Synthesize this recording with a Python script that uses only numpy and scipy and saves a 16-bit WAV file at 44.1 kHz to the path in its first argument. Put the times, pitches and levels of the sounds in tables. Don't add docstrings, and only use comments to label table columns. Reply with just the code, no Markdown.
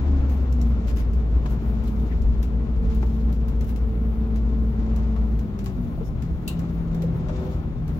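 import sys
import numpy as np
from scipy import signal
from scipy.fft import rfft, irfft, next_fast_len
from scipy.io import wavfile
from scipy.ndimage import map_coordinates

SR = 44100
rng = np.random.default_rng(int(sys.argv[2]) if len(sys.argv) > 2 else 0)


def dump(signal):
    limited = np.clip(np.atleast_2d(signal).T, -1, 1)
    pcm = np.round(limited * 32767).astype(np.int16)
    wavfile.write(sys.argv[1], SR, pcm)


N = 352359
TIME = np.arange(N) / SR
AFTER = np.arange(SR // 3) / SR

# (time [s], tyre level [dB], door hiss level [dB])
ROAD = [(0, -45, -56.5), (.13, -45, -58.5), (.45, -48, -62.5), (.9, -48.5, -60), (1.2, -50, -64.5),
        (1.55, -47.5, -61.5), (2.1, -50, -61.5), (2.7, -50, -65), (3.05, -50, -59), (3.4, -50, -64),
        (3.95, -50.5, -65.5), (4.65, -50, -64), (5, -47.5, -60), (5.3, -50, -64), (6.35, -52, -65.5),
        (6.62, -48.5, -60.5), (6.9, -49.5, -64.5), (7.4, -46.5, -62.5), (7.75, -50.5, -67.5),
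        (7.99, -49.5, -64)]


def amp(db):
    return 10 ** (np.asarray(db) / 20)


def along(points, hz):
    freqs, values = np.transpose(points)
    return np.interp(np.log(hz + 1), np.log(freqs + 1), values)


def curves(rows):
    times, *columns = np.transpose(rows)
    return [np.interp(TIME, times, column) for column in columns]


def wobble(rate):
    return map_coordinates(rng.standard_normal(int(N * rate / SR) + 4), [TIME * rate])


def swells(rows, floor_db):
    bells = (amp(db) * np.exp(-.5 * ((TIME - s) / width) ** 2) for s, width, db in rows)
    return np.sqrt(amp(floor_db) ** 2 + sum(bell ** 2 for bell in bells))


def fade(seconds):
    return amp(-60 * AFTER / seconds)


def peak(hz, centre, width):
    return 1 / (1 + (2 * (hz - centre) / width) ** 2)


def filtered(x, response):
    n = x.shape[-1]
    padded = next_fast_len(n + 8192)
    return irfft(rfft(x, padded) * response(np.fft.rfftfreq(padded, 1 / SR)), padded)[..., :n]


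def noise(shape_db, size=N):
    # (frequency [Hz], likeness [0 to 1])
    likeness = [(60, 0.81), (150, 1), (260, 1), (400, 0.63), (650, 0.31), (1200, 0.47), (3000, 0.17),
                (8000, 0.062)]
    turn = lambda hz: np.arccos(along(likeness, hz)) / 2
    response = lambda hz: amp(shape_db(hz)) * [np.cos(turn(hz)), np.sin(turn(hz))]
    mid, side = filtered(rng.standard_normal((2, size)), response)
    stereo = np.array([mid + side, mid - side])
    return stereo / np.sqrt(np.mean(stereo ** 2) + 1e-20)


def rush(spectrum, size=N):
    return noise(lambda hz: along(spectrum, hz), size)


def band(centre_hz, spread):
    return noise(lambda hz: -10 * np.log10(1 + ((hz - centre_hz) / (spread * centre_hz)) ** 4), len(AFTER))


def tone(hz, flutter_db, rate):
    cycles = np.cumsum(hz) / SR + rng.random()
    return np.sqrt(2) * np.sin(2 * np.pi * cycles) * amp(flutter_db * wobble(rate))


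def add(track, s, sound):
    part = track[:, max(0, round(s * SR)):][:, :sound.shape[-1]]
    part += sound[..., :part.shape[1]]


def cabin(x):
    # (frequency [Hz], width [Hz], boost [dB])
    trim = [(342, 18, 0.5), (397, 24, 3.5), (635, 14, -1.5), (1048, 31, 3.5), (1370, 100, 0.5),
            (2280, 110, 1), (2770, 69, 1), (3580, 70, 4), (4120, 390, 1), (7540, 87, -4)]
    delay_s = rng.uniform(.002, .025, (8, 1))
    strength = .1 * rng.choice([-1, 1], (8, 1))
    echoes = lambda hz: np.sum(strength * np.exp(-2j * np.pi * hz * delay_s), axis=0)
    walls = lambda hz: 1 + echoes(hz) * hz ** 2 / (hz ** 2 + 700 ** 2)
    panes = lambda hz: amp(sum(db * peak(hz, centre, width) for centre, width, db in trim) - .7)
    return filtered(x, lambda hz: panes(hz) * walls(hz))


def air():
    # (frequency [Hz], level [dB])
    hiss_colour = [(1000, -20), (2000, -3), (2800, 0), (3900, -2), (5000, -4), (7200, -6), (8300, -18),
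                   (10000, -30), (16000, -60)]
    fizz_colour = [(5000, -37), (9000, -3), (11500, 2.5), (14200, 3), (15700, 4), (16100, -4.5)]
    # (middle time [s], width [s], level [dB])
    fizz_swells = [(.69, .02, -66), (1.68, .05, -65), (2, 0.13, -67), (3.07, .2, -68.5), (4.05, .18, -69),
                   (4.68, 0.067, -71), (5.33, .14, -70.5), (5.88, 0.16, -68), (6.4, 0.14, -72),
                   (6.76, .08, -68), (7.17, .025, -65.5), (7.48, 0.087, -66), (7.97, .04, -64.5)]
    _, hiss_db = curves(ROAD)
    gush = amp(-59) * np.exp(-((TIME - 7.44) / .15) ** 4)
    hiss = np.hypot(amp(hiss_db - 1.5), gush) * amp(1.7 * wobble(60)) * rush(hiss_colour)
    fizz = swells(fizz_swells, floor_db=-78.5) * amp(.9 * wobble(70)) * rush(fizz_colour)
    return hiss + fizz


def road():
    # (frequency [Hz], level [dB])
    floor_colour = [(15, -14), (28, -12.5), (41, 2.5), (52, -6), (65, -1.5), (100, -34), (200, -89)]
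    air_colour = [(20, -22.5), (36, -9.5), (52, 4), (72, 4), (84, -0.5), (98, -4), (128, -1.5), (170, -7.5),
                  (200, -6.5), (240, -6.5), (275, -23), (400, -68)]
    panel_colour = [(130, -17), (230, 4), (290, 2), (350, -2.5), (400, -6.5), (470, -6.5), (570, -12),
                    (750, -25.5), (1400, -102)]
    tyre_colour = [(300, -4), (600, 2.5), (750, 1.5), (1050, -3), (1380, -6), (1600, -11.5), (2100, -12.5),
                   (2800, -18.5), (4500, -28), (9000, -53)]
    # (middle time [s], width [s], level [dB])
    bumps = [(.18, 0.064, -23), (.94, 0.073, -25.5), (1.28, 0.21, -31), (2.29, .09, -21),
             (2.88, 0.11, -24.5), (3.55, .08, -29), (5.98, .13, -34.5), (6.33, .04, -27), (6.85, 0.1, -28)]
    tyre_db, _ = curves(ROAD)
    grit = wobble(30)
    floor = swells(bumps, floor_db=-37) * rush(floor_colour)
    cabin_air = amp(-27.5 + .2 * wobble(5.1)) * rush(air_colour)
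    panels = amp(-39 + .61 * (tyre_db - tyre_db.mean()) + .77 * grit) * rush(panel_colour)
    tyres = amp(tyre_db + 3.5 + .83 * grit + .25 * wobble(90)) * rush(tyre_colour)
    return floor + cabin_air + panels + tyres


def jiggle():
    out = np.zeros((2, N))
    for when, height, force in rng.random((60, 3)):
        tap = band(centre_hz=1100 * 4 ** height, spread=.25) * fade(.07)
        add(out, when * N / SR, amp(-55 + 5 * force - 10 * height) * tap)
    return out


def squeaks():
    # (frequency [Hz], level [dB])
    trim_colour = [(4200, -25), (5400, 5), (6100, -8), (6600, -2), (8000, -15), (8900, -8), (10300, -17),
                   (12000, -5), (15000, -20)]
    # (middle time [s], half length [s], pitch [Hz], level [dB])
    chirps = [(1.878, .012, 4080, -57), (2.122, .018, 2000, -47.5), (3.706, 0.013, 1950, -61),
              (3.702, .016, 3950, -66)]
    out = amp(-58) * np.exp(-((TIME - 6.068) / .025) ** 4) * rush(trim_colour)
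    for s, half, pitch_hz, db in chirps:
        rub = noise(lambda hz: 14 * np.log10(peak(hz, pitch_hz, .28 * pitch_hz)), len(AFTER))
        add(out, s - 2 * half, amp(db) * np.exp(-((AFTER - 2 * half) / half) ** 2) * rub)
    return out


def pings():
    blows = [(0.5254, -45.5), (.615, -43), (2.2196, -52)]
    rings = [(2800, 900, -11), (4450, 500, -5), (5600, 1200, -0.5), (6600, 500, -6), (7300, 220, 3.5),
             (11600, 300, -6), (12200, 300, -4), (14200, 2000, -15)]
    colour = lambda hz: 10 * np.log10(sum(amp(db) ** 2 * peak(hz, f, width) for f, width, db in rings))
    out = np.zeros((2, N))
    for s, db in blows:
        add(out, s, amp(db - 3) * noise(colour, len(AFTER)) * (fade(.025) + amp(-5.5) * fade(.14)))
    return out


def fitting(clack_db, sizzle_db):
    # (frequency [Hz], level [dB])
    colour = [(600, -2.5), (1500, 7), (2800, 5), (4000, -1), (5500, 0), (6600, 0.5), (7500, -3.5),
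              (8200, -4), (8850, -8), (9600, -2), (11500, -0.5), (14000, 2.5), (15600, 0.5), (16100, 1.5)]
    # (frequency [Hz], average boost [dB])
    pieces = [(4000, 4.5), (4850, 2.5), (5600, 2), (7500, 5.5), (8850, 3.5), (11500, 4), (12400, 4)]
    tilt = [(3500, clack_db), (7000, .0063), (12000, sizzle_db)]
    strengths = 2 * rng.random(len(pieces))
    rings = lambda hz: sum(g * db * peak(hz, centre, 260) for g, (centre, db) in zip(strengths, pieces))
    return noise(lambda hz: along(colour, hz) + along(tilt, hz) + rings(hz), len(AFTER))


def rattles():
    # (time [s], level [dB], sizzle [dB])
    ticks = [(0.296, -47.5, -11), (.374, -54, -8), (.4277, -57.5, -4.5), (.9614, -49.5, -5.5),
             (1.1337, -49.5, -14), (1.46, -44.5, -29), (1.8386, -51, -6), (1.8765, -48.5, -7.5),
             (2.4287, -41, -11), (2.9467, -48, -4), (3.3267, -45.5, -13), (3.4828, -45.5, -10),
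             (3.6097, -43.5, -13.5), (3.6438, -49, -6.5), (3.7605, -45.5, -11), (4.359, -45.5, -15.5),
             (4.9617, -45.5, -13.5), (5.3912, -46.5, -15), (5.5902, -44, -15), (5.6427, -46, -8),
             (5.66, -39.5, -15.5), (6.2222, -45, -15), (6.5926, -44.5, -12.5), (6.9466, -46.5, -12.5),
             (7.0216, -42.5, -10.5), (7.2847, -47, -33), (7.879, -47.5, -11)]
    # (middle time [s], half length [s], level [dB], sizzle [dB])
    chatter = [(0.328, 0.02, -57, 0), (0.887, 0.015, -48.5, -8.5), (0.986, .018, -47.5, -5),
               (1.512, 0.018, -55, 0), (1.87, .012, -55.5, -6.5), (2.92, 0.031, -56, -16.5),
               (3.691, 0.017, -51.5, 2.5)]
    out = np.zeros((2, N))
    for s, db, sizzle_db in ticks:
        snap = amp(4) * fade(.007) * fitting(-7, sizzle_db + 22.5)
        tail = (fade(.027) + amp(-2.5) * fade(.18)) * fitting(-.5, sizzle_db + 4.5)
        add(out, s, amp(db - 4.5) * (snap + tail))
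    contact_fade = fade(.0063) + amp(-6) * fade(.13)
    for s, half, db, sizzle_db in chatter:
        contacts = rng.random(len(AFTER)) < 900 / SR
        bout = contacts * rng.exponential(size=len(AFTER)) * np.exp(-((AFTER - 2 * half) / half) ** 2)
        power = np.abs(signal.fftconvolve(bout, contact_fade ** 2)[:len(AFTER)])
        loudness = np.sqrt(power / (power.max() + 1e-12))
        add(out, s - 2 * half, amp(db + 7.5) * loudness * fitting(2.4, sizzle_db))
    return out


def clink():
    # (time [s], level [dB])
    blows = [(6.4771, -31), (6.4791, -32), (6.489, -42)]
    # (frequency [Hz], level [dB], fade time [s])
    notes = [(2654, -3, .15), (2745, -4, .2), (2815, -1, .22), (3698, -6, .14), (3870, -6, .16),
             (4020, -8, .17), (7490, -7, .12), (8750, -5, .11), (8855, -4, .11), (11360, -6, .1),
             (11570, -7, .1), (14140, -8, .09)]
    # (frequency [Hz], level [dB])
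    clash_colour = [(700, -24), (1100, 3), (1400, -18), (2350, -14), (2800, 9), (3250, -6), (3900, 3),
                    (5400, -8.5), (7500, -1), (8850, -2), (9700, -7.5), (12300, -3), (16000, -8)]
    echo_colour = [(2350, -16), (2780, 1), (3200, -10), (3900, -4), (5000, -20), (9000, -27)]
    out = np.zeros((2, N))
    for s, db in blows:
        ring = sum(amp(level) * fade(fade_s) * np.sin(2 * np.pi * (hz * AFTER + rng.random((2, 1))))
                   for hz, level, fade_s in notes)
        clash = rush(clash_colour, len(AFTER)) * (fade(.029) + amp(-8.5) * fade(.16))
        echo = rush(echo_colour, len(AFTER)) * fade(.22)
        add(out, s, amp(db) * (amp(-17) * ring + clash + amp(-10) * echo) * (1 - fade(.005)))
    return out


def knocks():
    # (time [s], level [dB], pitch [Hz], crack [dB])
    jolts = [(1.458, -37, 1016, 5.5), (1.619, -24.5, 316, -22), (3.027, -29, 343.4, -5.5),
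             (3.029, -33.5, 884, -1.5), (5.162, -37, 1143, -0.5), (5.663, -36, 1103, -4),
             (5.976, -33, 663.4, -17), (6.008, -24, 450, -20), (6.478, -38, 1050, -8.5),
             (6.912, -44, 699, 3.5), (7.036, -22, 490, -27), (7.293, -28.5, 606.3, -5.5)]
    # (frequency [Hz], level [dB])
    crack_colour = [(200, -3.5), (900, 3), (2500, -10.5), (5500, -21.5), (12000, -37)]
    out = np.zeros((2, N))
    for s, db, pitch_hz, crack_db in jolts:
        note = np.sin(2 * np.pi * pitch_hz * AFTER) + amp(-3) * band(pitch_hz, spread=.15)
        panel = note * fade(.089) * (1 - fade(.02))
        crack = amp(crack_db) * rush(crack_colour, len(AFTER)) * fade(.06) * (1 - fade(.003))
        add(out, s, amp(db - 3) * (panel + crack))
    return out


def hum():
    # (time [s], pitch [Hz], level [dB])
    note = [(5.55, 256, -64), (5.7, 243.8, -46), (5.82, 242, -29), (5.92, 232, -35), (6.05, 237, -68)]
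    hz, db = curves(note)
    return amp(db - 2) * tone(hz, flutter_db=1.5, rate=27)


def gears():
    # (time [s], pitch [Hz], level [dB])
    whine = [(6.8, 380.7, -63), (7.0, 383, -50.5), (7.2, 380, -52.5), (7.3, 379, -46.5),
             (7.42, 373.4, -43.5), (7.52, 383.7, -46), (7.65, 369, -55.5), (7.8, 366, -69)]
    # (multiple of the pitch, level [dB])
    tones = [(1, 5), (1.333, -1), (1.568, -7.5), (1.67, -13), (2.071, -11.5)]
    hz, db = curves(whine)
    return sum(amp(db + level - 1) * tone(k * hz * (1 + .007 * wobble(70)), flutter_db=2.4, rate=30)
               for k, level in tones)


def engine():
    # (time [s], drone pitch [Hz], boom [dB], drone [dB])
    revs = [(0, 280.8, -32.5, -43), (.1, 275.9, -18.5, -33), (.45, 252, -22.5, -41),
            (.63, 233.7, -15.5, -28.5), (.88, 219.9, -24.5, -38.5), (1.3, 221, -17.5, -41.5),
            (1.7, 219.4, -24.5, -33.5), (2.38, 220.7, -20.5, -37), (2.7, 223.3, -22.5, -35.5),
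            (3.15, 223.1, -20.5, -31.5), (3.75, 221.6, -22, -37.5), (4.3, 222.7, -22.5, -30.5),
            (5.36, 220.2, -20.5, -32.5), (5.55, 203, -35, -33.5), (6.1, 153.5, -34, -38),
            (6.4, 169.8, -59, -34), (7.02, 165.5, -32, -23), (7.35, 159, -44, -34.5),
            (7.99, 157.6, -37, -31.5)]
    # (multiple of its pitch, level [dB])
    boom_tones = [(2, -48.5), (3, -45), (7, -57.5)]
    # (frequency [Hz], width [Hz], boost [dB])
    panes = [(445.7, 22, 10.5), (383, 26, 14.5)]
    drive_ratio, cruise_hz = 3.86, 219
    hz, boom_db, drone_db = curves(revs)
    boom_hz = hz / drive_ratio
    boom = amp(boom_db - .6) * tone(boom_hz, flutter_db=.33, rate=10)
    overtones = sum(amp(db) * tone(k * boom_hz, flutter_db=4, rate=12) for k, db in boom_tones)
    flutter_db = 1 + .0366 * np.abs(hz - cruise_hz)
    drone = amp(drone_db - .3) * tone(hz * (1 + .002 * wobble(40)), flutter_db, rate=24)
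    pane_db = sum(db * peak(2 * hz, centre, width) for centre, width, db in panes)
    octave_db = -57.5 + .45 * (drone_db - drone_db.mean()) + pane_db
    octave = amp(octave_db) * tone(2 * hz, flutter_db=2, rate=10)
    return boom + overtones + drone + octave


def scene():
    direct = engine() + gears() + hum() + clink() + knocks() + pings()
    return direct + cabin(road() + air() + rattles() + jiggle() + squeaks())


def record(dry):
    # (frequency [Hz], left minus right [dB])
    balance = [(30, 1.7), (130, 1.1), (300, 3.2), (600, 4.8), (1300, 5.6), (2800, 4), (6500, 4.4),
               (8500, -2), (11500, -8), (15000, -7)]
    # (frequency [Hz], phase [radians])
    lead = [(30, -.05), (60, -.07), (500, -.1), (1030, 1.8), (1400, 1.5), (2800, 3.9), (4400, 3.5),
            (5500, 6)]
    side = np.array([[.5], [-.5]])
    stereo = lambda hz: amp(side * along(balance, hz)) * np.exp(1j * side * along(lead, hz))
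    return filtered(dry, lambda hz: stereo(hz) / (1 + (hz / 16000) ** 200))


dry = scene()
out = record(dry)
dump(out)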